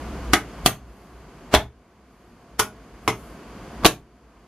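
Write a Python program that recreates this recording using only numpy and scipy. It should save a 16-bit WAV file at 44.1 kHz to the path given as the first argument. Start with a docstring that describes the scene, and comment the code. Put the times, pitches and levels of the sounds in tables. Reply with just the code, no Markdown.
"""A small wooden boat cabin with two steel-faced fridge doors: their latches snap, both doors are pushed shut
against stiff seals, then one is unlatched, swung open and shut again. Blows are damped ringing and noise bursts;
rubbing, a sliding hand, a low hum, a steady rush and a faint whine are shaped noise.
Loud blows overload the close microphone; the recorder's gain control ducks and lets the cabin swell slowly back."""
import sys
import numpy as np
from scipy import signal
from scipy.fft import rfft, irfft, next_fast_len
from scipy.io import wavfile

SR = 44100
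rng = np.random.default_rng(int(sys.argv[2]) if len(sys.argv) > 2 else 0)


def materialize(psi):
    """Save the field psi as 16-bit PCM at rate SR to the path in sys.argv[1].

    A 1-D psi becomes a single channel; in a 2-D psi each row is a channel.
    """
    bounded = np.clip(np.atleast_2d(psi).T, -1, 1)
    quanta = np.round(bounded * 32767).astype(np.int16)
    wavfile.write(sys.argv[1], SR, quanta)


N = 197523
T = np.arange(SR // 3) / SR  # time within one blow, in seconds


def amp(db):
    """Turn decibels into a gain."""
    return 10 ** (np.asarray(db) / 20)


def unit(x):
    """Scale to rms 1."""
    return x / np.sqrt(np.mean(x ** 2) + 1e-20)


def blow(x):
    """Scale a blow to rms 0.1 over its third of a second, so that all blows start with equal energy."""
    return unit(x) / 10


def along(points, hz):
    """Read a curve of (f/Hz, value) points on a logarithmic frequency axis."""
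    f, v = np.transpose(points)
    return np.interp(np.log(hz + 1), np.log(f), v)


def filtered(x, response):
    """Weight each frequency of x by the given response."""
    n = x.shape[-1]
    size = next_fast_len(n + 1024, True)
    hz = np.fft.rfftfreq(size, 1 / SR)
    return irfft(rfft(x, size) * response(hz), size)[..., :n]


def turn(hz):
    """Angle that sets how much of a sound the two channels share and how much is opposed."""
    # left-right likeness, from 1 (same) to below 0 (opposed): f/Hz, likeness
    likeness = [(300, 1), (1400, 0.97), (3100, .65), (6800, -.02), (10000, -0.46), (15000, -0.44)]
    return np.arccos(np.clip(along(likeness, hz), -1, 1)) / 2


def noise(spectrum, size, tilt_db=0):
    """Coloured stereo noise of rms 1: alike in the bass, spread wide in the treble."""
    def shared_and_opposed(hz):
        colour = amp(along(spectrum, hz) + tilt_db * np.log2(hz + 1))  # tilt in dB per octave
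        return colour * [np.cos(turn(hz)), np.sin(turn(hz))]

    mid, side = filtered(rng.standard_normal((2, size)), shared_and_opposed)
    return unit(np.array([mid + side, mid - side]))


def ring(modes):
    """A struck object sounds many fading tones; the higher ones reach the two channels out of phase."""
    hz, db, t60 = np.transpose(modes)
    gain = amp(db + rng.standard_normal(len(hz)))  # each blow excites the tones a little differently
    lead = turn(hz) * rng.choice([-1, 1], len(hz))
    decay = np.log(1000) / t60  # a fall of 60 dB in t60 seconds
    waves = np.exp(np.outer(2j * np.pi * hz - decay, T).astype(np.complex64))
    starts = gain * np.exp(1j * np.array([lead, -lead]))
    return blow((starts @ waves).imag)


def add(track, s, x):
    """Mix x into the track from time s, in seconds."""
    part = track[:, round(s * SR):][:, :len(T)]
    part += x[..., :part.shape[1]]


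def gestures(rows, attack_s, release_s):
    """Gain over time of (t/s, length/s, level/dB) events that rise before t, hold and fade."""
    t = np.arange(N) / SR
    gain = np.zeros(N)
    for s, length, db in rows:
        corners = [s - attack_s, s, s + length, s + length + release_s]
        gain += amp(db) * np.interp(t, corners, [0, 1, 1, 0])
    return gain


def lagged(x, seconds):
    """Smooth x so that it follows changes with the given time constant."""
    keep = np.exp(-1 / (seconds * SR))
    return signal.lfilter([1 - keep], [1, -keep], x)


def cabin(x, onset_s=0.0027):
    """Add the short answer of the wooden cabin: noise that dies away at its own pace at each pitch."""
    # how long the answer takes to fall by 60 dB: f/Hz, t60/s
    fade_times = [(80, 0.5), (250, 0.19), (1000, 0.2), (4000, 0.17), (12000, 0.17)]
    # strength of the reflected sound: f/Hz, level/dB
    walls = [(60, -13), (200, -4), (450, -5.5), (900, -7.5), (2000, -6), (6000, -9), (13000, -5.5)]
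    hiss = noise([(20, 0.0078), (20000, 0)], len(T))  # practically white
    hz, t, bands = signal.stft(hiss, SR, nperseg=256)
    fade = amp(-60 * t / along(fade_times, hz)[:, None])
    tail = signal.istft(bands * fade, SR, nperseg=256)[1][:, :len(T)]
    build_up = 1 - np.exp(-(T / onset_s) ** 2)
    tail = unit(tail * build_up) / np.sqrt(len(T))
    tail = filtered(tail, lambda hz: amp(along(walls, hz)))
    # the left channel alone excites the answer, which is stereo
    return x + signal.fftconvolve(x[:1], tail, axes=1)[:, :len(T)]


def rush(level_db=-36.5):
    """A steady rush: noise strongest in the bass and lower middle."""
    # colour of the rush: f/Hz, level/dB
    rush_colour = [(53, -34), (90, -6), (220, -1.5), (323, -4.5), (352, -4.5), (452, -8), (501, -8.5),
                   (606, -12), (712, -6.5), (767, -13.5), (1110, -11), (1380, -16.5), (1510, -15.5),
                   (1740, -19.5), (3000, -25.5), (3900, -53), (6600, -120)]
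    return amp(level_db) * noise(rush_colour, N)


def hiss_and_whine(level_db=-51, whine_db=-16):
    """A steady treble hiss, joined by a whine made of a narrow band of noise."""
    # colour of the hiss: f/Hz, level/dB
    hiss_colour = [(1290, -36.5), (2200, -3.5), (2750, -12), (3090, -4.5), (3290, -5), (3930, -8.5),
                   (4700, -4.5), (5360, -9), (6660, -9.5), (8530, -13.5), (12100, -11), (13100, -23.5),
                   (14000, -41)]
    # narrow peak of the faint whine: f/Hz, level/dB
    whine_colour = [(6300, -47), (6470, -15.5), (6525, 5), (6580, -13), (6750, -45), (7500, -120)]
    treble = noise(hiss_colour, N) + amp(whine_db) * noise(whine_colour, N)
    return amp(level_db) * treble


def hum(level_db=-39):
    """A low hum of narrow bass noise that swells as the doors are handled."""
    # colour of the hum: f/Hz, level/dB
    hum_colour = [(20, -30.5), (35, -24), (46, -6), (55, -4), (64, -1), (80, -33.5), (130, -23.5),
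                  (250, -74)]
    # hum added while a door is handled: t/s, length/s, level/dB relative to the steady hum
    swells = [(0.0, 0.36, 2.5), (0.64, 0.25, 5.5), (2.78, 0.18, -17)]
    gain = 1 + gestures(swells, attack_s=0.031, release_s=0.04)
    return amp(level_db) * gain * noise(hum_colour, N)


def brush():
    """Skin slides over the steel with a faint, airy hiss."""
    # a hand sliding on the steel face: t/s, length/s, level/dB
    strokes = [(0.92, 0.11, -55), (2.12, 0.15, -58), (3.08, 0.098, -47.5)]
    level = gestures(strokes, attack_s=0.083, release_s=0.27)
    return level * noise([(4000, -16), (8000, -10.5), (11500, -2), (13000, -6), (14500, -25.5)], N)


def hinge():
    """The hinge sings faintly as the open door shifts: a soft, narrow rubbing tone near 715 Hz."""
    # the hinge's sound: t/s, length/s, level/dB
    hinge_moves = [(0.13, 0.073, -44.5)]
    level = gestures(hinge_moves, attack_s=0.03, release_s=0.038)
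    return level * noise([(600, -80), (690, -26), (715, 15), (740, -18), (850, -72)], N)


def scuffs():
    """Seals and latch tongues rub harder and harder until they seat."""
    # rubbing that swells into a contact: end t/s, rise/s, level/dB, brightness/dB per octave
    rubs = [(0.332, .012, -28.5, 2), (0.6624, .018, -20.5, 5.5), (1.543, .03, -7.5, -1),
            (2.5915, 0.0096, -19, 2), (3.847, 0.054, -19, -4.5)]
    out = np.zeros((2, N))
    for end, rise, db, tilt_db in rubs:
        swell = amp(30 * np.minimum(T / rise - 1, 0)) * (T < rise)  # climbs 30 dB, then stops
        rub = noise([(100, -7.5), (700, -0.5), (3000, -9.5), (11000, -18), (15000, -27.5)], len(T), tilt_db)
        add(out, end - rise, cabin(amp(db) * swell * rub))
    return out


def body(part, dense_t60=0.06, modes_db=-4, cabinet_db=-13):
    """The struck part, the cabinet and the latch steel ring; levels are relative to the dense burst."""
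    # quickly damped, crowded tones, by part: f/Hz, level/dB
    part_colours = { "catch": [(88, -35), (150, -10), (366, 0.5), (525, -23.5), (767, 2), (1000, -14.5),
                    (1380, -3.5), (1610, -4.5), (1940, 0.5), (2590, -10), (3370, -9.5), (5120, -14.5),
                    (5520, -13.5), (11800, -19.5), (14000, -37.5)], "bolt": [(88, -36.5), (150, -12.5),
                    (400, -5), (515, -16), (720, -1), (1000, -12), (1490, -6), (1640, -9), (2490, -11.5),
                    (3440, -6.5), (4300, -11), (4930, -20.5), (6310, -12), (7630, -15.5), (11800, -9.5),
                    (14000, -22)], "fridge": [(71, -25), (120, -9), (146, -19.5), (429, 2), (524, -15.5),
                    (627, 3), (1000, -4.5), (1260, -13.5), (1500, -6.5), (1950, -12.5), (2150, -10.5),
                    (2380, -15), (3760, -11), (4870, -21), (12200, -37.5), (14000, -46)],
                    "lever": [(120, -34), (200, -16), (366, -3), (430, -12.5), (682, -11), (772, -1.5),
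                    (1180, -3), (1440, -9), (1850, -13.5), (3560, -9), (4110, -43), (4990, -8), (8820, -20),
                    (10500, -8.5), (14000, -25)], "handle": [(88, -27.5), (150, -13), (426, -2.5),
                    (566, -23), (767, -13), (950, -1), (1120, -7), (1440, -5.5), (1740, -22), (2180, -6),
                    (2350, -13), (2690, -13.5), (4840, -21.5), (5320, -15.5), (8880, -27), (11100, -18.5),
                    (14000, -41.5)], "door": [(71, -29), (120, 1), (338, -8.5), (484, -0.5), (690, 1),
                    (971, -3), (1050, -20), (1160, -10.5), (1260, -30), (1500, -14), (1950, -11.5),
                    (2480, -7.5), (4500, -9), (5950, -23.5), (11900, -19.5), (14000, -36)], }
    # strongest single tones, by part: f/Hz, level/dB, t60/s
    part_modes = { "catch": [(310.7, -7.5, 0.071), (750, -8, 0.11), (1170, -15.5, 0.048),
                  (1278.7, -8.5, 0.1), (1490, -4.5, 0.031), (1527, 8.5, 0.028), (1783, 4.5, 0.007),
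                  (2196, -7.5, 0.12), (2656, -16.5, 0.059), (3028, -18.5, 0.014), (3680, -12, 0.023)],
                  "bolt": [(294.4, -8, 0.11), (422, -7, 0.1), (750, 6, 0.031), (1180, 1, 0.039),
                  (1500, -7.5, 0.043), (3480, -6, 0.05), (3233, 4, 0.021), (4185, -7.5, 0.045),
                  (4480, -2.5, 0.067), (9430, -7.5, 0.04), (10520, -7, 0.045)],
                  "fridge": [(334, -10, 0.099), (434, -7.5, 0.05), (664, 15, 0.06), (707, -0.5, 0.044),
                  (870, 2.5, 0.021), (1050, -9, 0.07), (1497, 3, 0.085), (2000, -17.5, 0.06),
                  (3190, -14, 0.036), (3624, -18, 0.12), (4170, -15.5, 0.05)], "lever": [(440, -6, 0.15),
                  (830, -4.5, 0.04), (1120, -8.5, 0.078), (1270, -13, 0.046), (1330, 4, 0.013),
                  (1452, 3, 0.073), (3150, -5, 0.044), (3460, -1, 0.008), (6640, -2.5, 0.05),
                  (10100, -6, 0.05), (10540, -2, 0.04)], "handle": [(310, -5, 0.076), (434, 3.5, 0.086),
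                  (798, 0.5, 0.068), (923, -13, 0.059), (1086, -3, 0.055), (1110, -14, 0.083),
                  (1550, -27, 0.05), (2067, -1, 0.059), (2180, -3, 0.04), (2490, -4.5, 0.071),
                  (2520, -27, 0.05)], "door": [(216, -14.5, 0.024), (314.6, -7, 0.05), (600, -1.5, 0.05),
                  (830, -8, 0.043), (920, 0, 0.021), (1137, 0.5, 0.071), (1466, -4, 0.042),
                  (1557, -1, 0.058), (1740, -13.5, 0.05), (3040, -7, 0.036), (4430, -16, 0.065)], }
    # tones of the cabinet: f/Hz, level/dB, t60/s
    cabinet_modes = [(121, -7.5, 0.29), (208, -16.5, 0.35), (432, -4.5, 0.12), (630, -5, 0.18),
                     (1047, -10, .13), (2090, -13, 0.11)]
    # tones of the latch metal: f/Hz, level/dB, t60/s
    steel_modes = [(3130, -6, 0.061), (3392, -4.5, 0.12), (4300, -13, 0.078), (5930, -5.5, 0.08),
                   (6400, -12, 0.23), (6570, -9.5, .12), (7146, -13, 0.09), (9860, -9, 0.11),
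                   (9900, -14, 0.11), (10500, -6, 0.11), (10700, -11, .09), (11700, -10.5, 0.1),
                   (12200, -5.5, .09)]
    # strength of the latch ring, by part: level/dB
    steel_share = {"catch": -20, "bolt": -12.5, "fridge": -22, "lever": -15, "handle": -18, "door": -12.5}
    # many overlapping, damped tones blur into a short coloured burst
    dense = blow(noise(part_colours[part], len(T)) * amp(-60 * T / dense_t60))
    modes = amp(modes_db) * ring(part_modes[part])
    cabinet = amp(cabinet_db) * ring(cabinet_modes)
    steel = amp(steel_share[part]) * ring(steel_modes)
    return dense + modes + cabinet + steel


def crack(t60=0.065):
    """The sharp, bright crack of a contact: a fast-fading noise burst."""
    # colour of the crack: f/Hz, level/dB
    crack_colour = [(300, -6), (1200, -0.5), (3300, -5.5), (5000, -4.5), (6300, -4), (8300, -9),
                    (10300, -6), (12000, -5), (13500, -16), (15500, -30)]
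    return blow(noise(crack_colour, len(T)) * amp(-60 * T / t60))


def thump(hz, cycles=8.2):
    """The cabinet thumps: one tone that starts softly and falls by 60 dB in a few cycles."""
    decay = amp(-60 * T * hz / cycles)
    build_up = 1 - np.exp(-T * hz * 2)
    return blow(np.sin(2 * np.pi * hz * T) * decay * build_up)


def contacts():
    """Each contact rings its part and the latch steel, cracks and thumps the cabinet."""
    # contacts of doors and latches: t/s, part, body level/dB, crack level/dB, thump level/dB, thump f/Hz
    hits = [ (0.334, "catch", -4, -14, -22.5, 320), (0.338, "catch", -5.5, -16.5, -29.5, 130),
            (0.6608, "bolt", 6.5, -9.5, -26, 280), (0.665, "bolt", -3.5, 0.5, -7, 121),
            (1.5402, "fridge", 11.5, -13, 2.5, 325), (1.5445, "fridge", 8, 3.5, -9, 216),
            (1.5484, "fridge", 15.5, 5.5, 10, 65.3), (1.589, "fridge", -22, -20, -4, 72),
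            (2.5934, "lever", -3, -1, -37.5, 272), (2.5973, "lever", 2.5, -9.5, -27, 115),
            (3.0775, "handle", -2.5, -23, -8, 1020), (3.086, "handle", -13, -25.5, -19.5, 128),
            (3.1, "handle", -15.5, -36, -18, 183), (3.836, "door", -30, -45.5, -28, 1133),
            (3.847, "door", -7, -19, -11, 1046), (3.853, "door", 2, -16.5, -4.5, 60),
            (3.8556, "door", 2.5, -16, 8, 330), (3.861, "door", 8.5, 13.5, 2.5, 446), ]
    out = np.zeros((2, N))
    for s, part, body_db, crack_db, thump_db, thump_hz in hits:
        hit = amp(body_db) * body(part)
        hit = hit + amp(crack_db) * crack()
        hit = hit + amp(thump_db) * thump(thump_hz)
        add(out, s, cabin(hit))
    return out


def scene():
    """Doors, latches, a hinge and a sliding hand over the cabin's background."""
    background = rush() + hiss_and_whine() + hum()
    return background + brush() + hinge() + scuffs() + contacts()


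def gain_control(x, threshold_db=-9.5, recover_db_per_s=8.5, detect_s=0.0027, duck_s=0.0016):
    """The gain drops quickly by whatever exceeds the threshold, then climbs back at a steady rate."""
    power = lagged(np.mean(x ** 2, axis=0), detect_s)
    level_db = 10 * np.log10(power + 1e-12)
    excess_db = np.maximum(level_db - threshold_db, 0)
    climb_db = recover_db_per_s * np.arange(N) / SR
    # hold the largest excess so far, less the recovery since then
    duck_db = np.maximum.accumulate(excess_db + climb_db) - climb_db
    return x * amp(-lagged(duck_db, duck_s))


def record(dry, bottom_hz=20, top_hz=15650):
    """Gain control; peaks that slip past it are rounded off at full scale, then the band is limited."""
    held = gain_control(dry)
    clipped = held / (1 + np.abs(held) ** 6) ** (1 / 6)

    def band(hz):
        low_cut = (1j * hz / (1j * hz + bottom_hz)) ** 2
        high_cut = 1 / (1 + (hz / top_hz) ** 150)  # a very steep edge
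        return low_cut * high_cut

    return filtered(clipped, band)


dry = scene()
out = record(dry)
materialize(out)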